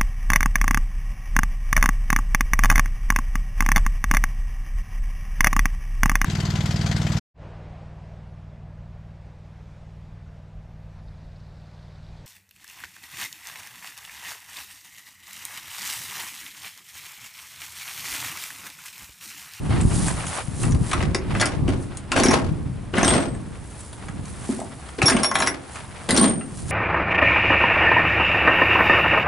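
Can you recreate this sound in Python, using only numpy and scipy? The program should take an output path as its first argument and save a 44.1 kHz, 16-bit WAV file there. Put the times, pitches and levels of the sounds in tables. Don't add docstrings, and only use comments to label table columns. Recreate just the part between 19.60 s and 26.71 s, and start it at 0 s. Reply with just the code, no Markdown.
import sys
import numpy as np
from scipy import signal
from scipy.fft import rfft, irfft
from scipy.io import wavfile
from scipy.ndimage import uniform_filter1d

SR = 44100
rng = np.random.default_rng(int(sys.argv[2]) if len(sys.argv) > 2 else 0)


def put_to_file(sound):
    columns = np.atleast_2d(sound).T
    safe = np.clip(columns, -1, 1)
    whole_steps = np.round(safe * 32767)
    wavfile.write(sys.argv[1], SR, whole_steps.astype(np.int16))


def nominal_scale(level):
    x = np.asarray(level, float) / 20
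    return 10 ** x


N = 313551

# pitch_hz, relative density_db per Hz
YARD_SPECTRUM = [(35, -40), (60, 2), (126, -4.5), (490, -17), (1500, -25.5), (4600, -39), (9400, -43),
                 (12000, -45)]
# time_s, relative level_db
GUSTS = [(0, -30.5), (0.147, -20.5), (0.427, -22.5), (0.78, -44.5), (1.115, -18), (1.3, -31.5),
         (1.479, -22), (1.584, -35), (1.763, -23.5), (1.898, -37), (2.048, -21), (2.412, -40), (2.916, -26),
         (3.235, -35), (3.76, -32.5), (4.263, -50.5), (4.517, -33.5), (5.211, -48.5), (6.0, -62),
         (6.25, -45.5), (6.8, -45), (7.11, -29.5)]
# pitch_hz, relative density_db per Hz
WIND_SPECTRUM = [(12, -45), (20, -5.5), (70, 0.5), (119, 2.5), (295, -8.5), (659, -29), (1200, -32),
                 (1560, -82), (2640, -120)]
# pitch_hz, correlation (0 to 1)
WIND_LIKENESS = [(60, 0.75), (350, 0.01), (2000, 0.89), (11500, 0.82)]
# start_s, level_db, left_over_right_db
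EDDY_POPS = [(0.667, -27, -2), (0.882, -20.5, 14), (1.211, -10, 7), (1.391, -14.5, 6), (1.969, -19.5, 17),
             (2.023, -14, -1.0), (2.889, -18, 1), (2.916, -13.5, 11), (2.987, -28, -9), (3.097, -20, 8),
             (5.435, -10, 3)]
# pitch_hz, relative density_db per Hz
CRACKLE_SPECTRUM = [(2000, -16), (3000, 1), (5800, 5.5), (8850, 9), (10500, 8.5), (12000, -6)]
# pitch_hz, relative density_db per Hz
SCUFF_SPECTRUM = [(250, -13), (450, -2.5), (790, 1.5), (1150, 0), (1450, -2.5), (2200, -5), (5000, -16),
                  (7000, -27)]
# loudest_s, relative crackle_db, relative scuff_db, length_s
RUSTLES = [(0.162, -49, -36, 0.48), (0.366, -35.5, -38, 0.22), (0.468, -34.5, -35.5, 0.18),
           (0.61, -42, -33, 0.15), (0.685, -38, -41, 0.057), (0.755, -38, -33, 0.2),
           (1.032, -37, -37, 0.15), (1.297, -41.5, -37, 0.17), (1.78, -50.5, -32.5, 0.22),
           (2.226, -51.5, -57, 0.11), (2.353, -63, -42, 0.12), (4.21, -51, -56, 0.65),
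           (4.466, -56, -42.5, 0.13), (4.69, -48, -45.5, 0.12), (4.911, -43.5, -40.5, 0.31),
           (5.288, -54, -44.5, 0.52), (6.155, -49, -40.5, 0.28), (6.438, -53, -44, 0.49),
           (6.99, -46, -53.5, 0.22), (7.11, -35, -39, 0.058)]
# relative crackle_db, relative scuff_db
STEADY_STIR_DB = (-65, -52)
# pitch_hz, t60_s
TRAILER_DECAY = [(200, 0.63), (1000, 0.33), (4000, 0.15), (10000, 0.14)]
# start_s, held_s, relative rattle level_db
WORK_BURSTS = [(1.312, .12, -35.5), (1.745, .05, -37), (1.797, 0.023, -25.5), (2.078, 0.0067, -33.5),
               (2.517, .02, -30), (2.56, .04, -20.5), (2.66, 0.082, -25), (3.339, .08, -27.5),
               (3.43, .12, -23), (5.385, 0.018, -33), (5.418, 0.15, -26.5), (5.748, .13, -32.5),
               (6.49, 0.16, -27)]
# pitch_hz, relative density_db per Hz
RATTLE_SPECTRUM = [(200, -20.5), (400, 6.5), (700, 8), (1100, 3.5), (1700, 1.5), (2600, -2), (5800, -9),
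                   (7100, -13.5), (12000, -18)]
# pitch_hz, width_hz, relative level_db
DOOR_MODES = [(180, 27, 2.5), (220.6, 17.3, -2), (257.4, 31, 3.5), (288.7, 33.4, 2), (357, 28.3, -1.5),
              (392, 27, -0.5), (465.4, 91, 7.5), (540, 29, -19.5), (620, 180, 1.5), (692, 134, 7),
              (854, 73, -5.5)]
# start_s, relative level_db, favoured_hz
DOOR_JOLTS = [(1.328, -30, 168), (1.552, -10, 376), (2.082, -9.5, 298), (2.569, -25, 218.5),
              (2.601, -13, 234), (2.654, -3.5, 310), (2.68, -7, 217), (2.718, -15, 261), (3.378, -7, 161),
              (3.43, -5, 711), (3.483, -4.5, 769), (3.518, -10.5, 180), (3.559, -7.5, 181.3),
              (4.89, -11, 270), (4.992, -17.5, 650), (5.016, -15, 744), (5.386, -18, 373),
              (5.516, -12.5, 248), (5.547, -7, 213), (5.811, -13, 740), (6.493, -10.5, 159),
              (6.528, -9, 235), (6.579, -5, 274), (6.613, -6, 213), (6.648, -8.5, 303), (6.689, -9, 177)]
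# start_s, relative level_db, mids_db, brightest_hz
KNOCKS = [(0.2115, -12.5, -20, 8000), (0.4815, -9, -3, 7900), (0.667, -13.5, -6, 6300),
          (1.0351, -27.5, 15, 2660), (1.1099, -20, -21, 6470), (1.1214, -17, -7, 6300),
          (1.1465, -22, -4, 2660), (1.3133, -13, 1, 3670), (1.3313, -9.5, 6.5, 3720),
          (1.4052, -28, 15, 2700), (1.4267, -21, 7, 2800), (1.5467, -4, -1.5, 5240),
          (1.7502, -27.5, 16, 2600), (1.7983, -12, -2, 3250), (1.812, -2, -2, 4850),
          (1.823, -15.5, 14, 2940), (1.8567, -6.5, -10, 5160), (2.08, -22, 1, 2770),
          (2.0892, -21, 3.5, 2730), (2.371, -15.5, -26, 8270), (2.5178, -4.5, -1, 2520),
          (2.563, -9, 2.5, 2700), (2.5867, -10, -5, 6800), (2.5994, -8, -7, 2880), (2.6344, -2.5, -3, 5730),
          (2.658, -5.5, -7, 5630), (2.6848, -7.5, -4.5, 5700), (2.7097, -8, 4, 5800),
          (2.74, -24.5, 12.5, 2800), (2.7857, -24, 8, 5800), (3.3377, -31.5, 21.5, 2630),
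          (3.373, -19.5, 11.5, 3160), (3.3816, -12, 8, 3150), (3.4109, -16, 7, 2680),
          (3.431, -8, 1.5, 5550), (3.4465, -3, -9.5, 5700), (3.479, -1.5, -17, 3080),
          (3.504, -10, -3, 3140), (3.7474, -31, 3, 8100), (4.206, -22, -23, 8000), (4.3288, -24, -4, 3330),
          (4.4836, -25, 5, 2840), (4.6543, -26, -8, 7100), (5.001, -22, -5, 8250), (5.2874, -27.5, 2, 2750),
          (5.385, -26, 1, 2500), (5.4174, -8.5, 5, 2430), (5.4266, -8, -25, 2600), (5.457, -5, -10, 5600),
          (5.4812, -1, -1, 5600), (5.4974, 0, -7, 5530), (5.5192, -13, 7, 2780), (5.5659, -12.5, 3, 3050),
          (5.6322, -6, -5.5, 5350), (5.644, -9, 2.5, 4150), (5.7135, -16, 9, 5600),
          (5.7538, -2.5, 0.5, 3400), (5.7862, -15, -1, 3570), (5.8022, -6.5, 0.5, 6300),
          (5.8213, -7.5, 6, 5340), (5.8624, -11, -2, 3180), (5.8729, -4, 0.5, 5480),
          (6.1567, -20.5, -3, 2480), (6.4897, -6, -6, 3500), (6.5068, -0.5, -9, 4620),
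          (6.564, -2, -10, 5460), (6.574, 2, -16, 4430), (6.5952, -11, -7, 4480), (6.624, -8, -13.5, 3940),
          (6.643, -8.5, -6.5, 3280), (6.6794, -14, -13.5, 3370), (6.7086, -27, -1, 3680),
          (6.8106, -33, 12, 2920)]
# pitch_hz, relative level_db
BRACKET_MODES = [(734, -0.5), (927, -43), (1104, 2.5), (1230, -6.5), (1450, -7), (1630, 2), (1900, -6.5),
                 (2124, -1)]
# pitch_hz, relative level_db, t60_s
LEFT_HASP = [(2304, -4, .2), (5636, 0, .18), (5700, -2, .18), (6557, -4, .18), (10440, -6, .2)]
LEFT_BAR = [(1104, -6, .2), (3122, -11, .18), (8361, 0, .48), (8448, -8, .6), (8683, -1, .25)]
RIGHT_HASP = [(2266, -12, .3), (3505, -18, .8), (5548, 0, .3), (6433, -16, .3), (10143, -14, .3),
              (10200, -3, .45)]
RIGHT_BAR = [(1106, -10, .18), (3144, -16, .17), (8736, 0, .5), (8787, -6, .4), (9025, -6, .13)]
# part modes, then rows of start_s, relative level_db, free_s until stilled
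RINGS = [(LEFT_HASP, [(1.56, -40.5, 0.11), (1.80, -28.5, 0.04), (1.858, -38, 0.064), (2.635, -22.5, 0.14),
         (2.708, -22, 0.038), (2.787, -56, 0.082)]), (LEFT_BAR, [(3.415, -34, .03), (3.45, -24, 0.024),
         (3.478, -18, 0.016), (3.505, -23, .27)]), (RIGHT_HASP, [(5.458, -13, 0.029), (5.632, -20.5, 0.081),
         (5.74, -32.5, 0.039), (5.787, -26, 0.1), (5.874, -22, 0.02), (5.93, -51, 0.027)]),
         (RIGHT_BAR, [(5.505, -26.5, .14), (6.51, -26.5, .065), (6.578, -20, 0.061), (6.611, -17.5, 0.039),
         (6.63, -20.5, .4)])]


def evened(x):
    return x / np.sqrt(np.mean(x ** 2) + 1e-20)


def read_curve(points, hz):
    point_hz, value = np.transpose(points)
    return np.interp(np.log(hz + 1), np.log(point_hz + 1), value)


def add(mix, start_s, sound, pan_db=0):
    part = mix[:, round(start_s * SR):][:, :len(sound)]
    part += nominal_scale(np.array([[pan_db / 2], [-pan_db / 2]])) * sound[:part.shape[1]]


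def colour(x, spectrum):
    hz = abs(np.fft.fftfreq(8192, 1 / SR))
    log_gain = np.log(nominal_scale(np.maximum(read_curve(spectrum, hz), -90)))
    taps = np.fft.ifft(np.exp(np.conj(signal.hilbert(log_gain)))).real[:4096]
    return evened(signal.oaconvolve(x, taps[None], axes=1)[:, :N])


def grains(per_s, spread_db, same):
    size = nominal_scale(spread_db * np.minimum(rng.exponential(1, (2, N)), 5))
    clicks = size * rng.standard_normal((2, N)) * (rng.random((2, N)) < per_s / SR)
    same = np.clip(same, 0, 1)
    return np.array([clicks[0], same * clicks[0] + np.sqrt(1 - same ** 2) * clicks[1]])


def clumps(span_s, depth_db):
    size = max(round(span_s * SR), 1)
    drift = uniform_filter1d(uniform_filter1d(rng.standard_normal(N), size), size)
    return evened(nominal_scale(depth_db * evened(drift)))


def busy():
    rise_db_per_s, fall_db_per_s = 3000, 134
    t = np.arange(N) / SR
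    power = np.zeros(N)
    for start_s, held_s, level_db in WORK_BURSTS:
        before_db = rise_db_per_s * np.maximum(start_s - t, 0)
        after_db = fall_db_per_s * np.maximum(t - start_s - held_s, 0)
        power += nominal_scale(level_db - before_db - after_db) ** 2
    return np.sqrt(power)


def yard():
    return nominal_scale(-41.5) * colour(grains(per_s=SR, spread_db=0, same=0.75), YARD_SPECTRUM)


def wind():
    lumps = rfft(grains(per_s=900, spread_db=2.5, same=0))
    same = np.clip(read_curve(WIND_LIKENESS, np.fft.rfftfreq(N, 1 / SR)), -1, 1)
    lumps[1] = same * lumps[0] + np.sqrt(1 - same ** 2) * lumps[1]
    gust = nominal_scale(np.interp(np.arange(N) / SR, *np.transpose(GUSTS)))
    door_shudder = nominal_scale(-6) * busy()
    out = nominal_scale(2.5) * np.hypot(gust, door_shudder) * colour(irfft(lumps, N), WIND_SPECTRUM)
    u = np.arange(1200) / SR / 0.0022
    push = u ** 2 * np.exp(-u) * np.sin(1.87 * u)
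    push /= abs(push).max()
    for start_s, level_db, pan_db in EDDY_POPS:
        add(out, start_s, nominal_scale(level_db) * push, pan_db)
    return out


def stirring():
    end_drop_db, rise_share = 12, 0.48
    t = np.arange(N) / SR
    power = nominal_scale(np.array(STEADY_STIR_DB))[:, None] ** 2
    for loudest_s, crackle_db, scuff_db, length_s in RUSTLES:
        away = np.maximum((loudest_s - t) / rise_share, (t - loudest_s) / (1 - rise_share)) / length_s
        level_db = np.array([[crackle_db], [scuff_db]]) - end_drop_db * away ** 0.85
        power = power + nominal_scale(level_db) ** 2
    return np.sqrt(power)


def rustle():
    crackle_gain, scuff_gain = stirring()
    crackle = colour(grains(per_s=15000, spread_db=3.5, same=0.82), CRACKLE_SPECTRUM)
    scuff = colour(grains(per_s=5000, spread_db=0.5, same=0.67), SCUFF_SPECTRUM)
    scuff = clumps(span_s=0.019, depth_db=2.5) * scuff
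    return nominal_scale(4.0) * crackle_gain * crackle + nominal_scale(2.0) * scuff_gain * scuff


def hollow(x):
    echoes = np.zeros((2, SR // 2))
    slots = np.arange(200, SR // 2 - 20, 20)
    at = slots + rng.integers(0, 20, (2, len(slots)))
    np.put_along_axis(echoes, at, rng.choice([-1., 1.], at.shape), 1)
    hz, t, bands = signal.stft(echoes, SR, nperseg=256)
    t60_s = np.maximum(read_curve(TRAILER_DECAY, hz), 0.02)[:, None]
    tail = signal.istft(bands * nominal_scale(-60 * t / t60_s), SR, nperseg=256)[1]
    tail[1] = 0.62 * tail[0] + 0.98 * tail[1]
    return signal.fftconvolve(x, tail / np.linalg.norm(tail[0]), axes=1)[:, :N]


def panel(near_hz, reach):
    t = np.arange(SR // 3) / SR
    ring = np.zeros(len(t))
    for (hz, width_hz, level_db), turn in zip(DOOR_MODES, rng.random(len(DOOR_MODES))):
        favour = 0.18 + np.exp(-(np.log(hz / near_hz) / reach) ** 2)
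        decay = np.exp(-np.pi * width_hz * t)
        ring += nominal_scale(level_db) * favour * decay * np.sin(2 * np.pi * (hz * t + turn))
    no_bass = signal.butter(2, 130, "high", fs=SR, output="sos")
    ring = signal.sosfilt(no_bass, ring * np.minimum(t / 0.0015, 1))
    return ring / abs(ring).max()


def work():
    chatter = colour(grains(per_s=3500, spread_db=2.5, same=0.47), RATTLE_SPECTRUM)
    chatter = clumps(span_s=0.0084, depth_db=4.0) * chatter * nominal_scale([[1.2], [-1.2]])
    hits = grains(per_s=650, spread_db=0.0, same=0.96)
    shake = evened(signal.oaconvolve(hits, panel(460, reach=0.72)[None], axes=1)[:, :N])
    out = busy() * nominal_scale(-0.5) * (chatter + shake)
    for start_s, level_db, near_hz in DOOR_JOLTS:
        add(out, start_s, nominal_scale(level_db - 4.0) * panel(near_hz, reach=0.25), 1.2)
    return out


def chance_taps(count):
    lift_db, spread_db, mids_db = 5, 6, 2.5
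    low_hz, high_hz = 2600, 6750
    rattle = busy()
    place, softness, brightness = rng.random((count, 3)).T
    share = np.cumsum(rattle)
    at = np.minimum(np.searchsorted(share, place * share[-1]), N - 1)
    level_db = 20 * np.log10(rattle[at]) + lift_db - spread_db * softness
    bright_hz = low_hz * (high_hz / low_hz) ** brightness
    return list(zip(at / SR, level_db, np.full(count, mids_db), bright_hz))


def knocks():
    still_t60_s, shaken_t60_s = 0.041, 0.061
    half_shaken = nominal_scale(-36)
    dull_over_bright = 3.85
    out = np.zeros((2, N))
    t = np.arange(8192) / SR
    hz = np.fft.rfftfreq(8192, 1 / SR) + 1
    rows = KNOCKS + chance_taps(count=40)
    crowd = rfft(rng.standard_normal((len(rows), 8192)))
    grip = rng.random((len(rows), len(BRACKET_MODES), 2))
    rattle = busy()
    for (start_s, level_db, mids_db, bright_hz), modes, shares in zip(rows, crowd, grip):
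        modes = modes * nominal_scale(4 * evened(uniform_filter1d(modes.real, size=90)))
        near_bright = 0.41 + np.exp(-(np.log(hz / bright_hz) / 0.12) ** 2)
        treble_edges = (1 + (2500 / hz) ** 6) * (1 + (hz / bright_hz / dull_over_bright) ** 2)
        high = evened(irfft(modes * near_bright / treble_edges))
        mids = evened(irfft(modes / (1 + (hz / 2500) ** 6) / (1 + (600 / hz) ** 6)))

        rattle_here = rattle[round(start_s * SR)]
        shaken = rattle_here / (rattle_here + half_shaken)
        t60_s = max(still_t60_s + (shaken_t60_s - still_t60_s) * shaken, 0.006)
        fade_db = -60 * t / t60_s
        clank = np.zeros(len(t))
        for (mode_hz, mode_db), (loss, detune) in zip(BRACKET_MODES, shares):
            tone = np.sin(2 * np.pi * mode_hz * (0.94 + 0.136 * detune) * t)
            clank += nominal_scale(mode_db - 13.4 * loss + 0.83 * fade_db) * tone

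        contact = 1 + 0.23 * np.exp(-t / 0.00045)
        treble = contact * nominal_scale(fade_db) * high
        body = np.minimum(t / 0.0014, 1) * (1.34 * nominal_scale(fade_db) * mids + 0.93 * clank)
        sound = (treble + nominal_scale(mids_db) * body) * np.minimum(t / 0.00012, 1)
        add(out, start_s, nominal_scale(level_db - 14.0) * sound, 1.5)
    return out


def rings():
    stilled_db_per_s, brush_db = 1800, 3.5
    out = np.zeros((2, N))
    for modes, blows in RINGS:
        for start_s, level_db, free_s in blows:
            t = np.arange(0, free_s + 0.03, 1 / SR)
            ring = np.zeros(len(t))
            for (hz, mode_db, t60_s), (loss, turn) in zip(modes, rng.random((len(modes), 2))):
                ring += nominal_scale(mode_db - 5 * loss - 60 * t / t60_s) * np.sin(2 * np.pi * (hz * t + turn))
            brush = evened(uniform_filter1d(rng.standard_normal(len(t)), size=500))
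            ring *= nominal_scale(brush_db * brush) * np.minimum(t / 0.00076, 1)
            stilled_db = stilled_db_per_s * np.maximum(t - free_s, 0)
            add(out, start_s, nominal_scale(level_db - stilled_db) * ring, 0.4)
    return out


def scene():
    latch = work() + knocks() + rings()
    return yard() + wind() + rustle() + nominal_scale(-8.0) * hollow(latch) + latch


def top_cut(x):
    return signal.sosfilt(signal.butter(12, 12140, fs=SR, output="sos"), x)


def record(dry):
    hz = np.fft.rfftfreq(N, 1 / SR)
    treble_peak_db = 3.75 * np.exp(-((hz - 9600) / 1800) ** 2)
    bright = irfft(rfft(dry) * nominal_scale(treble_peak_db), N)
    ceiling = 0.77
    soft = ceiling * np.tanh(bright / ceiling)
    low_pass = signal.firwin(401, 11050, window=("kaiser", 5.5), fs=SR)
    finished = signal.oaconvolve(soft, low_pass[None], "same")
    return top_cut(finished)


dry = scene()
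out = record(dry)
put_to_file(out)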